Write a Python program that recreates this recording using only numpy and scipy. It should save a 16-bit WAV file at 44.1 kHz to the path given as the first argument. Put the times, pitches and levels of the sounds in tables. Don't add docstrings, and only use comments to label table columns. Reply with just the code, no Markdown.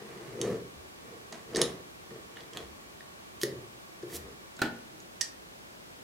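import sys
import numpy as np
from scipy import signal
from scipy.fft import rfft, irfft, next_fast_len
from scipy.io import wavfile

SR = 44100
rng = np.random.default_rng(int(sys.argv[2]) if len(sys.argv) > 2 else 0)


def file_out(sig):
    cols = np.atleast_2d(sig).T
    lim = np.clip(cols, -1, 1)
    pcm = np.round(lim * 32767).astype(np.int16)
    wavfile.write(sys.argv[1], SR, pcm)


N = 265923
TIME = np.arange(N) / SR
AGE = np.arange(SR // 2) / SR

# f/Hz, level/dB
METAL_CRACK = [(300, -38), (1200, -10.5), (2400, -11), (3500, 2.5), (6000, 3.5), (9000, -3.5),
               (12000, -4.5), (16000, -4)]


def amp(db):
    return 10 ** (np.asarray(db) / 20)


def unit(x):
    return x / np.sqrt(np.mean(x ** 2) + 1e-20)


def blow(x):
    return x / np.sqrt(np.sum(x ** 2) / (SR / 1000))


def along(points, hz):
    freqs, values = np.transpose(points)
    return np.interp(np.log(hz + 1), np.log(freqs + 1), values)


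def colour(x, gain_db):
    n = x.shape[-1]
    size = 2 * next_fast_len(n // 2 + 4096)
    gain = amp(gain_db(np.fft.rfftfreq(size, 1 / SR)))
    cepstrum = irfft(np.log(np.maximum(gain, 1e-6)), size)
    cepstrum[1:size // 2] *= 2
    cepstrum[size // 2 + 1:] = 0
    return irfft(rfft(x, size) * np.exp(rfft(cepstrum)), size)[..., :n]


def shaped(x, spectrum):
    return unit(colour(x, lambda hz: along(spectrum, hz)))


def add(track, s, sound):
    start = round(s * SR)
    track[..., start:start + sound.shape[-1]] += sound[..., :N - start]


def ring(modes):
    return sum(amp(db + rng.normal() - 60 * AGE / t60) * np.sin(2 * np.pi * hz * AGE) * (-1) ** k
               for k, (hz, db, t60) in enumerate(modes))


def attack(tau_s):
    return 1 - np.exp(-AGE / tau_s)


def burst(spectrum, t60):
    noise = rng.standard_normal(len(AGE)) * amp(-60 * AGE / t60)
    return blow(shaped(noise, spectrum))


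def grains(per_s, spread_db):
    slips = (rng.random(N) < per_s / SR) * rng.standard_normal(N)
    return slips * amp(spread_db * rng.standard_normal(N))


def stroke(s, rise_s, hold_s, fall_s):
    before = np.maximum(s - TIME, 0) / rise_s
    after = np.maximum(TIME - s - hold_s, 0) / fall_s
    return amp(-20 * (before + after))


def kitchen(x, wet_db, pan_db):
    # f/Hz, t60/s
    decay = [(100, 0.84), (400, 0.5), (1500, 0.4), (5000, 0.26), (10000, 0.22), (16000, 0.22)]
    # f/Hz, side over mid/dB
    width = [(100, -13), (330, -13.5), (650, -5), (1400, -4.5), (6000, -1.5), (15000, -1.5)]
    hz, t, noise = signal.stft(rng.standard_normal((2, SR // 2)), SR, nperseg=256)
    fading = noise * amp(-60 * t / along(decay, hz)[:, None])
    tails = signal.istft(fading, SR, nperseg=256)[1][:, :len(AGE)]
    mid, side = tails * attack(0.00043)
    side = colour(side, lambda f: along(width, f))
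    response = np.array([mid + side, mid - side]) / np.linalg.norm(mid)
    reverb = signal.fftconvolve(x[None], response, axes=1)[:, :len(x)]
    return x * amp([[pan_db / 2], [-pan_db / 2]]) + amp(wet_db) * reverb


def room_tone():
    # f/Hz, level/dB
    air = [(15, -61), (25, -34), (48, -6.5), (144, -6), (184, -3), (222, -5), (299, -5.5), (352, -2.5),
           (425, -7.5), (587, -8.5), (729, -10.5), (1090, -13.5), (1180, -15), (6660, -21.5), (15800, -29)]
    # f/Hz, side over mid/dB
    width = [(60, -5.5), (130, -3), (290, -1.5), (640, 5.5), (1410, 8), (3100, 5.5), (6820, 1.5),
             (15000, -1.5)]
    mid, side = shaped(rng.standard_normal((2, N)), air)
    side = colour(side, lambda hz: along(width, hz))
    return amp(-54) * np.array([mid + side, mid - side])


def appliance_whine():
    # f/Hz, width/Hz, level before the fader/dB
    bands = [(1122, 103, -72.5), (2318, 19, -79)]
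    # t/s, gain/dB
    fader = [(0, 5.5), (4.5, 6), (5.0, -7), (6.03, -20)]
    whine = np.zeros(N)
    for centre, width, db in bands:
        peak = lambda hz: -20 * np.log10(1 + (2 * (hz - centre) / width) ** 2)
        whine += amp(db) * unit(colour(rng.standard_normal(N), peak))
    return amp(np.interp(TIME, *np.transpose(fader))) * whine


def palm_brush():
    # t at full speed/s, level/dB, rise/s, hold/s
    slides = [(3.429, -40, 0.023, .002), (4.153, -40, 0.059, 0.016)]
    # f/Hz, level/dB
    skin = [(500, -15), (1500, -13), (4000, -2), (7000, -1.5), (10500, -1.5), (13500, -1.5), (16000, -8)]
    envelope = sum(amp(db) * stroke(s, rise_s, hold_s, fall_s=0.013) for s, db, rise_s, hold_s in slides)
    hiss = envelope * shaped(grains(per_s=12000, spread_db=-2.0), skin)
    return kitchen(hiss, wet_db=-8, pan_db=-3.0)


def set_down():
    # t/s, level/dB
    landings = [(5.2101, -20.5), (5.2133, -18.5), (5.216, -21)]
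    # f/Hz, level/dB, t60/s
    tink = [(1830, -11, 0.026), (4730, -8, .01), (5200, -3, 0.011), (5740, 4, 0.0083), (5700, -13, 0.012),
            (6900, -2.5, 0.011), (8100, -4, 0.0089)]
    # f/Hz, level/dB
    snap = [(500, -18), (1200, -17), (1800, -6), (2400, -8.5), (4000, -7.5), (5600, 7.5), (7000, -3),
            (8500, -7), (11000, -13.5), (16000, -28)]
    out = np.zeros(N)
    for s, db in landings:
        hit = amp(-6.0) * blow(ring(tink)) + amp(-4.0) * burst(snap, t60=0.012)
        add(out, s, amp(db) * hit)
    return kitchen(out, wet_db=-5, pan_db=-9.5)


def lid_pop():
    # t/s, level/dB
    contacts = [(4.591, -37), (4.6173, -18), (4.635, -46), (4.657, -43)]
    # f/Hz, level/dB, t60/s
    lid_modes = [(233.4, -17, 0.36), (813, -19.5, 0.13), (1469, 5, 0.031), (1513, -10, 0.049),
                 (1760, -9, 0.056), (2570, -10, 0.019), (3359, -13, 0.028), (3994, -6, 0.019),
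                 (7000, -32, 0.035)]
    # f/Hz, level/dB
    buckle = [(50, -19.5), (130, -2.5), (225, -5), (300, -2), (380, 0.5), (540, -6), (830, -2.5),
              (1000, -10), (1450, -8.5), (2100, -12), (3300, -13.5), (5000, -24), (8000, -47), (16000, -41)]
    out = np.zeros(N)
    for s, db in contacts:
        tone = amp(2.0) * ring(lid_modes) * attack(0.0019)
        pop = amp(2.5) * burst(buckle, t60=0.15)
        crack = amp(-6.5) * burst(METAL_CRACK, t60=0.033)
        add(out, s, amp(db) * (tone + pop + crack))
    return kitchen(out, wet_db=-6.5, pan_db=-1.5)


def jar_knocks():
    # t/s, level/dB
    jolts = [(1.578, -29), (2.108, -39), (2.573, -49), (3.432, -19), (3.453, -24.5), (3.4711, -28),
             (3.5219, -31), (4.029, -28), (4.063, -39), (4.122, -35)]
    # f/Hz, level/dB, t60/s
    jar_modes = [(126, -31, 0.23), (226, -28, 0.34), (354.8, 1, 0.13), (420, 2, 0.045), (479, -4, 0.034),
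                 (590, -25, 0.028)]
    # f/Hz, level/dB
    thump = [(60, -30), (130, 5.5), (230, 0), (420, 0.5), (540, 4.5), (680, -14), (1500, -32), (4000, -57)]
    # t/s, level/dB, f/Hz
    thuds = [(.765, -50, 72), (2.632, -47, 65), (2.709, -53, 72), (3.558, -37.5, 123), (4.142, -46, 79),
             (4.245, -48, 67)]
    out = np.zeros(N)
    for s, db in jolts:
        tone = amp(-7) * ring(jar_modes) * attack(0.0014)
        add(out, s, amp(db) * (tone + amp(-5.5) * burst(thump, t60=0.2)))
    for s, db, hz in thuds:
        add(out, s, amp(db) * ring([(hz, 0, 0.24)]) * attack(0.0032))
    return kitchen(out, wet_db=-6.5, pan_db=1.5)


def steel_clicks():
    # t/s, level/dB, favoured ring f/Hz, ring over click/dB, treble cutoff/Hz, rebound/dB
    contacts = [(0.4147, -24.5, 6370, -1.5, 11500, -21), (1.325, -37, 5700, -10, 8600, -3),
                (1.549, -31, 4470, -5, 6850, -5), (1.5596, -24, 1830, -5.5, 11300, -8),
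                (1.568, -24.5, 8100, -3, 9000, -8), (1.616, -13.5, 10040, -4.5, 11300, -13.5),
                (2.107, -51.5, 1810, 4, 6000, -12), (2.36, -53, 3100, 7, 4000, -17),
                (2.37, -42, 1900, 0.5, 3730, -2), (2.407, -46, 3400, 1, 6000, -10),
                (2.534, -43.5, 3180, -1, 11000, -9), (2.572, -34.5, 3370, 5.5, 12900, -13),
                (3.0074, -53, 1840, 12.5, 4470, -14), (3.415, -30, 3130, -7, 15000, -4),
                (3.4335, -21, 1884, -4.5, 18900, -9.5), (4.028, -48, 1700, -1, 8000, -8),
                (4.1002, -51, 1910, 2, 9000, -4), (4.5665, -49.5, 7640, -3, 9000, 3),
                (5.003, -50, 6760, 3, 8000, -12)]
    # f/Hz, level/dB, t60/s
    frame_modes = [(1820, -5, 0.051), (2913, -7.5, 0.087), (3760, -1.5, 0.079), (4510, 0.5, 0.041),
                   (5280, 3, 0.018), (6480, 1, 0.06), (8460, -9, 0.025), (10200, 6, 0.018)]
    rebound_s = 0.0028
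    out = np.zeros((2, N))
    for s, db, ring_hz, ring_db, cutoff_hz, rebound_db in contacts:
        treble_shelf = lambda hz: 20 * np.log10(amp(-21) + 1 / (1 + (hz / cutoff_hz) ** 14))
        ring_t60 = 0.017 * (2000 / ring_hz) ** 0.46
        for delay, loss_db in [(0, 0), (rebound_s, rebound_db)]:
            click = burst(METAL_CRACK, t60=0.0066) + amp(-6.5) * blow(ring(frame_modes))
            ping = amp(ring_db) * blow(ring([(ring_hz, 0, ring_t60)]))
            hit = blow(colour(click, treble_shelf)) + ping
            add(out, s + delay, kitchen(amp(db + loss_db) * hit, wet_db=-7.0, pan_db=-3.0))
    return out


def roller():
    # t at full speed/s, level/dB, rise/s, hold/s, scrape send/dB
    swings = [(0.0, -47.5, .05, 0.5, -8), (0.457, -27.5, 0.13, 0.06, -20), (1.10, -48, 0.12, .04, -13),
              (1.327, -47.5, 0.012, 0.0077, -1), (1.578, -27.5, 0.071, 0.051, -12),
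              (2.111, -46.5, .012, 0.048, -13.5), (2.394, -54, 0.15, 0.016, -3),
              (2.568, -41, 0.044, 0.0046, -4.5), (3.567, -50.5, .06, 0.055, -15),
              (4.142, -43, 0.064, .01, -9), (4.25, -46, .05, 0.032, -16)]
    # f/Hz, level/dB
    jar_body = [(140, -31.5), (230, -4), (254, -14), (291, -4), (370, -2), (460, 2), (524, -8), (596, -13),
                (825, -29.5), (981, -39), (1130, -24.5), (1400, -29.5), (1820, -63)]
    # f/Hz, level/dB
    table_top = [(30, -58), (55, -10), (80, -7), (98, -15), (126, 8.5), (160, -2.5), (200, 2.5),
                 (232, -2.5), (280, -10.5), (400, -43.5)]
    # f/Hz, level/dB
    tin_rim = [(450, -9.5), (650, 13.5), (950, 4.5), (1150, 10.5), (1400, 2), (1850, 7.5), (2500, -1),
               (3700, -4.5), (6300, -7), (10000, -12.5), (16000, -31)]
    rumble, scrape = np.zeros((2, N))
    for s, db, rise_s, hold_s, scrape_db in swings:
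        drive = amp(db) * stroke(s, rise_s, hold_s, fall_s=0.11)
        rumble = np.hypot(rumble, drive)
        scrape = np.hypot(scrape, amp(scrape_db) * drive)
    boom = amp(-51.5) * (rumble / amp(-40)) ** 0.9
    jar = amp(-3) * rumble * shaped(grains(per_s=3300, spread_db=1.5), jar_body)
    table = boom * shaped(grains(per_s=1100, spread_db=3.5), table_top)
    tin = scrape * shaped(grains(per_s=1800, spread_db=0.5), tin_rim)
    return kitchen(jar + table, wet_db=-9.5, pan_db=1.5) + kitchen(tin, wet_db=-7.5, pan_db=-1.5)


def scene():
    seamer = steel_clicks() + jar_knocks() + roller() + palm_brush() + lid_pop() + set_down()
    return seamer + room_tone() + appliance_whine()


def record(dry):
    cutoff_hz = 15900
    size = next_fast_len(N + SR // 2)
    passband = np.fft.rfftfreq(size, 1 / SR) < cutoff_hz
    return irfft(rfft(dry, size) * passband, size)[:, :N]


dry = scene()
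out = record(dry)
file_out(out)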